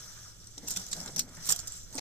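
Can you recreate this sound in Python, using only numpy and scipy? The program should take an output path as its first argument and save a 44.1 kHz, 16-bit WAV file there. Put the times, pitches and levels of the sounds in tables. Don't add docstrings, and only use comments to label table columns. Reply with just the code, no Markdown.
import sys
import numpy as np
from scipy import signal
from scipy.io import wavfile
from scipy.ndimage import uniform_filter1d

SR = 44100
rng = np.random.default_rng(int(sys.argv[2]) if len(sys.argv) > 2 else 0)


def store_wav(level_fs):
    pcm = np.round(np.clip(np.atleast_2d(level_fs), -1, 1) * 32767)
    wavfile.write(sys.argv[1], SR, pcm.T.astype(np.int16))


def volts(x):
    e = np.asarray(x, float) / 20
    return 10 ** e


N = 88288


def evened(x):
    return x / np.sqrt(np.mean(x ** 2) + 1e-20)


def read(points, hz):
    f, value = np.transpose(points)
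    return np.interp(np.log(hz + 1), np.log(f + 1), value)


def add(mix, start_s, sound):
    part = mix[..., round(start_s * SR):][..., :sound.shape[-1]]
    part += sound[..., :part.shape[-1]]


def drift(points):
    return np.interp(np.arange(N) / SR, *np.transpose(points))


def band(x, lo_hz, hi_hz):
    return signal.sosfilt(signal.butter(2, [lo_hz, hi_hz], "bandpass", fs=SR, output="sos"), x)


def causal(points):
    gain = np.log(volts(read(points, abs(np.fft.fftfreq(4096, 1 / SR)))))
    return np.fft.ifft(np.exp(gain - 1j * signal.hilbert(gain).imag)).real[:1024]


def field(shape):
    # f/Hz, left-right likeness (0 to 1)
    likeness = [(30, 0.54), (120, 0.91), (400, 0.85), (900, 0.75), (3000, 0.13)]
    same = np.clip(read(likeness, np.fft.rfftfreq(2048, 1 / SR)), 0, 1)[:, None]
    a, b, c, d = rng.standard_normal((4, len(shape), N // 512 + 5))
    left = a + 1j * b
    right = same * left + np.sqrt(1 - same ** 2) * (c + 1j * d)
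    z = np.array([left, right]) * shape[:, None]
    return evened(signal.istft(z, nperseg=2048, noverlap=1536)[1][:, :N])


def wind():
    # t/s, level/dB
    gusts = [
        (0, -61.5),
        (.5, -60),
        (1.3, -58.5),
        (1.7, -54.5),
        (1.92, -57),
    ]
    hz, gust_hz = np.fft.rfftfreq(2048, 1 / SR), 36
    return field(1 / (1 + (hz / gust_hz) ** 2)) * volts(4.5 + drift(gusts))


def flame_roar():
    # f/Hz, level/dB
    flame_colour = [(11, -38), (18, -6), (109, -3), (186, -17), (220, -15), (508, -20), (3000, -65),
                    (3900, -66), (6600, -120)]
    # f/Hz, width/Hz, boost/dB
    draught = [(106.6, 10, 8.5), (172, 36, 11.5)]
    hz = np.fft.rfftfreq(2048, 1 / SR)
    shape_db = read(flame_colour, hz)
    for f, width, boost_db in draught:
        shape_db = shape_db + boost_db / (1 + (2 * (hz - f) / width) ** 2)
    return volts(-57) * field(volts(shape_db))


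def shifting():
    # f/Hz, level/dB
    box_colour = [(90, -29), (160, 3), (250, -2), (400, -8), (750, -8.5), (1200, -21.5), (2200, -15.5),
                  (3000, -65)]
    # t/s, level/dB
    slides = [
        (.54, -82),
        (.58, -58),
        (.72, -57),
        (.9, -58.5),
        (.98, -51),
        (1.18, -55.5),
        (1.3, -59.5),
        (1.501, -60.5),
        (1.85, -74),
        (1.96, -57),
    ]
    x = field(volts(read(box_colour, np.fft.rfftfreq(2048, 1 / SR))))
    lumps = evened(uniform_filter1d(rng.standard_normal(N), 900))
    return x * volts(drift(slides) + 2.75 * lumps)


def thump(peak_db, hz, t60):
    rise_s, knock_hz, knock_t60 = 0.0018, 520, 0.13
    t = np.arange(8000) / SR
    wobble = evened(uniform_filter1d(rng.standard_normal(8000), 300))
    turns = np.cumsum(hz * (1 + 0.06 * wobble)) / SR
    boom = np.sin(2 * np.pi * turns) * volts(-60 * t / max(t60, .02))
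    knock = evened(band(rng.standard_normal(8000), .5 * knock_hz, 1.45 * knock_hz))
    knock = knock * volts(-10.5 - 60 * t / knock_t60)
    side_db = np.array([[.4], [-.4]])
    return (1 - np.exp(-t / rise_s)) * (boom + knock) * volts(peak_db - 7 + side_db)


def settling():
    # t/s, peak level/dB, pitch f/Hz, time to fade by 60 dB t60/s
    thumps = [(0.576, -37, 282.5, 0.11), (0.619, -51, 230, 0.17), (0.767, -33.5, 184.7, 0.18),
              (0.972, -32.5, 177.5, 0.23), (1.062, -37.5, 188.7, 0.17), (1.11, -40.5, 151.4, 0.45),
              (1.153, -36, 157.4, 0.22), (1.177, -37, 239, 0.36), (1.24, -44, 250, 0.61),
              (1.374, -37.5, 170.7, 0.25), (1.493, -34.5, 167, 0.2), (1.941, -48, 174, 0.072),
              (1.951, -28.5, 275, 0.14), (1.98, -35, 190, 0.095), (.97, -37.5, 702, 0.11),
              (1.024, -46, 520, .12), (1.05, -42, 940, 0.12), (1.084, -45, 164, 0.24),
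              (1.165, -45, 886, 0.17), (1.535, -45, 713, 0.26), (1.94, -42, 883, 0.11),
              (1.945, -40.5, 520, 0.16), (1.981, -34, 822, .08)]
    x = np.zeros((2, N))
    for start_s, *settings in thumps:
        add(x, start_s, thump(*settings))
    return x


def ring(peak_db, hz, t60):
    t = np.arange(5000) / SR
    wobble = evened(uniform_filter1d(rng.standard_normal((2, 5000)), size=120, axis=1))
    fade_db = 3.66 * wobble[::-1] - 60 * t / max(t60, .01)
    tone = np.sin(2 * np.pi * hz * t + 1.6 * wobble) * volts(fade_db)
    return tone * np.minimum(t / 0.00044, 1) * volts(peak_db)


def ringing():
    # t/s, peak level/dB, pitch f/Hz, time to fade by 60 dB t60/s
    rings = [(0.5782, -44.5, 3750, 0.058), (.645, -46, 7300, 0.033), (.762, -37, 3515, 0.09),
             (.763, -40.5, 2630, 0.039), (.928, -35.5, 3950, 0.067), (1.076, -39.5, 3900, 0.063),
             (1.515, -39.5, 3320, 0.17), (1.162, -27, 6000, 0.062), (1.177, -38, 5620, 0.093),
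             (1.194, -23, 5582, 0.075), (1.194, -28.5, 4220, 0.072), (1.369, -50.5, 1864, 0.28),
             (1.506, -31, 7500, 0.057), (1.51, -47, 1545, 0.062), (1.529, -31, 5240, 0.05),
             (1.725, -45, 7540, 0.3), (1.759, -39.5, 7500, 0.16), (1.83, -46.5, 7140, 0.12),
             (1.983, -38, 2233, 0.073)]
    x = np.zeros((2, N))
    for start_s, *settings in rings:
        add(x, start_s, ring(*settings))
    return x


def cracks(size, per_s, spread_db, hiss):
    hit = rng.random(size) < per_s / SR
    big = rng.exponential(1, size)
    air = rng.standard_normal(size)
    breaks = hit * np.sign(air) * volts(spread_db * np.minimum(big, 4))
    return evened(evened(breaks) + hiss * air)


def ports(x):
    lag_s, echo_db, echo_t60 = .00008, 1.5, 0.012
    t = np.arange(600) / SR
    sparse = rng.random((2, len(t))) < .08
    taps = rng.standard_normal((2, len(t))) * sparse * volts(-60 * t / echo_t60)
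    taps = band(taps, 774, 21900)
    taps *= volts(echo_db) / np.linalg.norm(taps, axis=1, keepdims=True)
    taps[[0, 1], [0, round(lag_s * SR)]] += 1
    return signal.oaconvolve(np.broadcast_to(x, (2, x.shape[-1])), taps, axes=1)


def port_colour(x):
    # f/Hz, level/dB
    left_port = [(300, -10), (1600, -16), (3500, -10.5), (5000, -3), (5700, 2), (6400, -5.5), (7500, -12),
                 (10500, -21.5), (14000, -19.5)]
    # f/Hz, level/dB
    right_port = [(300, -15.5), (1600, -11), (2600, -20.5), (3300, -10), (6000, -4.5), (6700, -4),
                  (7300, 1.5), (10300, -18), (14000, -16.5)]
    responses = np.array([causal(left_port), causal(right_port)]) * volts(6.5)
    return signal.oaconvolve(x, responses, axes=1)[:, :N]


def sizzle():
    # t/s, level/dB, dullness (boost of the lower part)/dB
    fire = [(0, -52.5, 4), (.3, -55.5, 4.5), (.34, -61, 4.5), (0.561, -60, 1.5), (0.641, -59.5, -12),
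            (.69, -52, 0.5), (.8, -49, -0.5), (.9, -54, -1), (.95, -50, -1), (1.08, -52.5, 9),
            (1.14, -56, -4), (1.27, -62.5, 7.5), (1.403, -54.5, 7), (1.484, -44.5, -4), (1.65, -55, 7),
            (1.748, -51, -2.5), (1.871, -61, 4.5), (2, -54.5, 5)]
    s, level_db, dull_db = np.transpose(fire)
    t = np.arange(N) / SR
    near = ports(cracks(N, per_s=3000, spread_db=3.5, hiss=1))[:, :N]
    x = evened(near) + 0.75 * band(rng.standard_normal((2, N)), 840, 20300)
    z = signal.stft(x, nperseg=256)[2]
    patches = uniform_filter1d(rng.standard_normal(z.shape[:0:-1]).T, 6, 0)
    patches = evened(uniform_filter1d(patches, 8, 1))
    x = evened(signal.istft(z * volts(1.73 * patches), nperseg=256)[1][:, :N])
    x = x + (volts(np.interp(t, s, dull_db)) - 1) * band(x, 140, 2620)
    return x * volts(9.5 + np.interp(t, s, level_db))


def snap(start_s, peak_db, length_s, bright_db, body_db, ring_hz=None):
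    # t/s, left-right difference/dB
    turn_of_phone = [
        (.5, 4.5),
        (.75, -1),
        (1.2, 4),
        (1.5, -3),
        (2, -4),
    ]
    rise_s, release_t60, tail_t60, sharp_s = .0002, .016, .12, .0035
    t = np.arange(3600) / SR
    length_s = max(length_s, .0005)
    x = cracks(len(t), per_s=4000, spread_db=3.5, hiss=0.52)
    x[8] = volts(19) * min(sharp_s / length_s, 1)
    x = x + (volts(bright_db + 20) - 1) * band(x, 7640, 21400)
    body = signal.sosfiltfilt(signal.butter(4, 4300, fs=SR, output="sos"), x)
    x = x + (volts(body_db) - 1) * body
    if ring_hz:
        x = evened(x + volts(7) * band(x, 0.942 * ring_hz, 1.056 * ring_hz))
    after = np.maximum(t - length_s, 0)
    cracking = volts(-3 * np.minimum(t / length_s, 1) - 60 * after / release_t60)
    tail = volts(-12 - 60 * t / tail_t60)
    shape = np.minimum(t / rise_s, 1) * (cracking + tail)
    side_db = np.array([[.5], [-.5]]) * np.interp(start_s, *np.transpose(turn_of_phone))
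    return ports(x * shape) * volts(peak_db - 11 + side_db)


def snapping():
    # t/s, peak level/dB, cracking length/s, brightness/dB, body/dB
    snaps = [(0.5796, -29, 0.0028, -32, -7), (0.672, -27, 0.0075, -23, -9), (0.679, -40, 0.0018, -1.5, -17),
             (.683, -21.5, 0.0034, -11.5, -2), (0.697, -22.5, 0.0038, -24, -18),
             (0.705, -20.5, 0.0066, -11.5, -6), (0.716, -26, .014, -28, -19), (0.771, -16, 0.0016, -23, -8),
             (0.9294, -18.5, 0.0041, -39, -5), (1.179, -21, 0.011, -27, -7),
             (1.455, -24.5, 0.0021, -18, -10), (1.464, -30, 0.016, -9, -9),
             (1.503, -15.5, 0.0063, -16, -3.5), (1.509, -22.5, 0.0053, -6, 1),
             (1.521, -15.5, 0.0059, -13, -3), (1.5904, -23.5, 0.005, -17.5, -7.5),
             (1.979, -22, 0.021, -41, 1)]
    # t/s, peak level/dB, cracking length/s,
    # brightness/dB, body/dB
    more_snaps = [
        (.7615, -21, .006, -23, -5),
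        (.9135, -24, .013, -30, -10),
        (1.161, -21, .005, -14, -16),
        (1.193, -11.5, .0028, -13, -9),
        (1.4892, -12, .007, -16, -5),
        (1.5615, -23, .0025, -15, -7),
        (1.6728, -25, .0034, -16, -12),
    ]
    # t/s, peak level/dB, ring f/Hz
    ticks = [(0.4418, -40.5, 4900), (.47, -37.5, 8200), (0.656, -43, 5800), (0.738, -29, 7560),
             (0.796, -34, 7000), (0.816, -31.5, 5870), (.839, -44, 6050), (0.865, -31, 6900),
             (0.886, -36, 6960), (.965, -32, 4960), (1.0025, -27, 5200), (1.028, -34, 6870),
             (1.06, -27, 7000), (1.077, -32, 5560), (1.085, -37, 7400), (1.349, -36.5, 8800),
             (1.678, -25.5, 6700), (1.721, -33, 7700), (1.801, -41, 7500), (.6316, -51, 5330),
             (1.013, -33, 7500), (1.037, -38, 6500), (1.29, -39, 7700), (1.3679, -37.5, 7000),
             (1.446, -36, 7300), (1.6, -31, 6900), (1.905, -43, 6050), (0.7123, -21, 6900),
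             (.721, -32, 6430), (.979, -40, 5560), (1.927, -33, 6440), (1.9345, -38, 8500),
             (1.944, -33, 8350), (1.953, -23.5, 8700), (1.962, -31, 6340), (1.97, -31.5, 8400)]
    x = np.zeros((2, N))
    for table in (snaps, more_snaps):
        for row in table:
            add(x, row[0], snap(*row))
    for start_s, peak_db, ring_hz in ticks:
        add(x, start_s, snap(start_s, peak_db, length_s=.002, bright_db=-20, body_db=-9, ring_hz=ring_hz))
    return x


def scene():
    box = wind() + flame_roar() + shifting() + settling() + ringing()
    wood = sizzle() + snapping()
    return port_colour(wood) + box


def top_cut(x):
    return signal.sosfilt(signal.butter(12, 16820, fs=SR, output="sos"), x)


def record(dry):
    # f/Hz, level/dB
    roll_off = [(14900, -0.5), (15400, -15), (15800, -24), (16800, -29), (17050, -87)]
    # f/Hz, level/dB
    gate = [(1800, -108), (2800, -93), (4200, -100), (8500, -106), (10000, -93), (14500, -93), (15400, -88)]
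    stop_s, fade_s = 1.9945, .002
    x = signal.oaconvolve(dry, causal(roll_off)[None], axes=1)[:, :N]
    hz, _, z = signal.stft(x, SR, nperseg=512)
    power = uniform_filter1d(abs(z) ** 2, size=7, axis=1)
    power = uniform_filter1d(power, size=3, axis=2).mean(0)
    heard = 10 * np.log10(power + 1e-20) > read(gate, hz)[:, None]
    x = signal.istft(z * heard, SR, nperseg=512)[1][:, :N]
    x = x * np.clip((stop_s + fade_s - np.arange(N) / SR) / fade_s, .03, 1)
    return top_cut(x)


dry = scene()
out = record(dry)
store_wav(out)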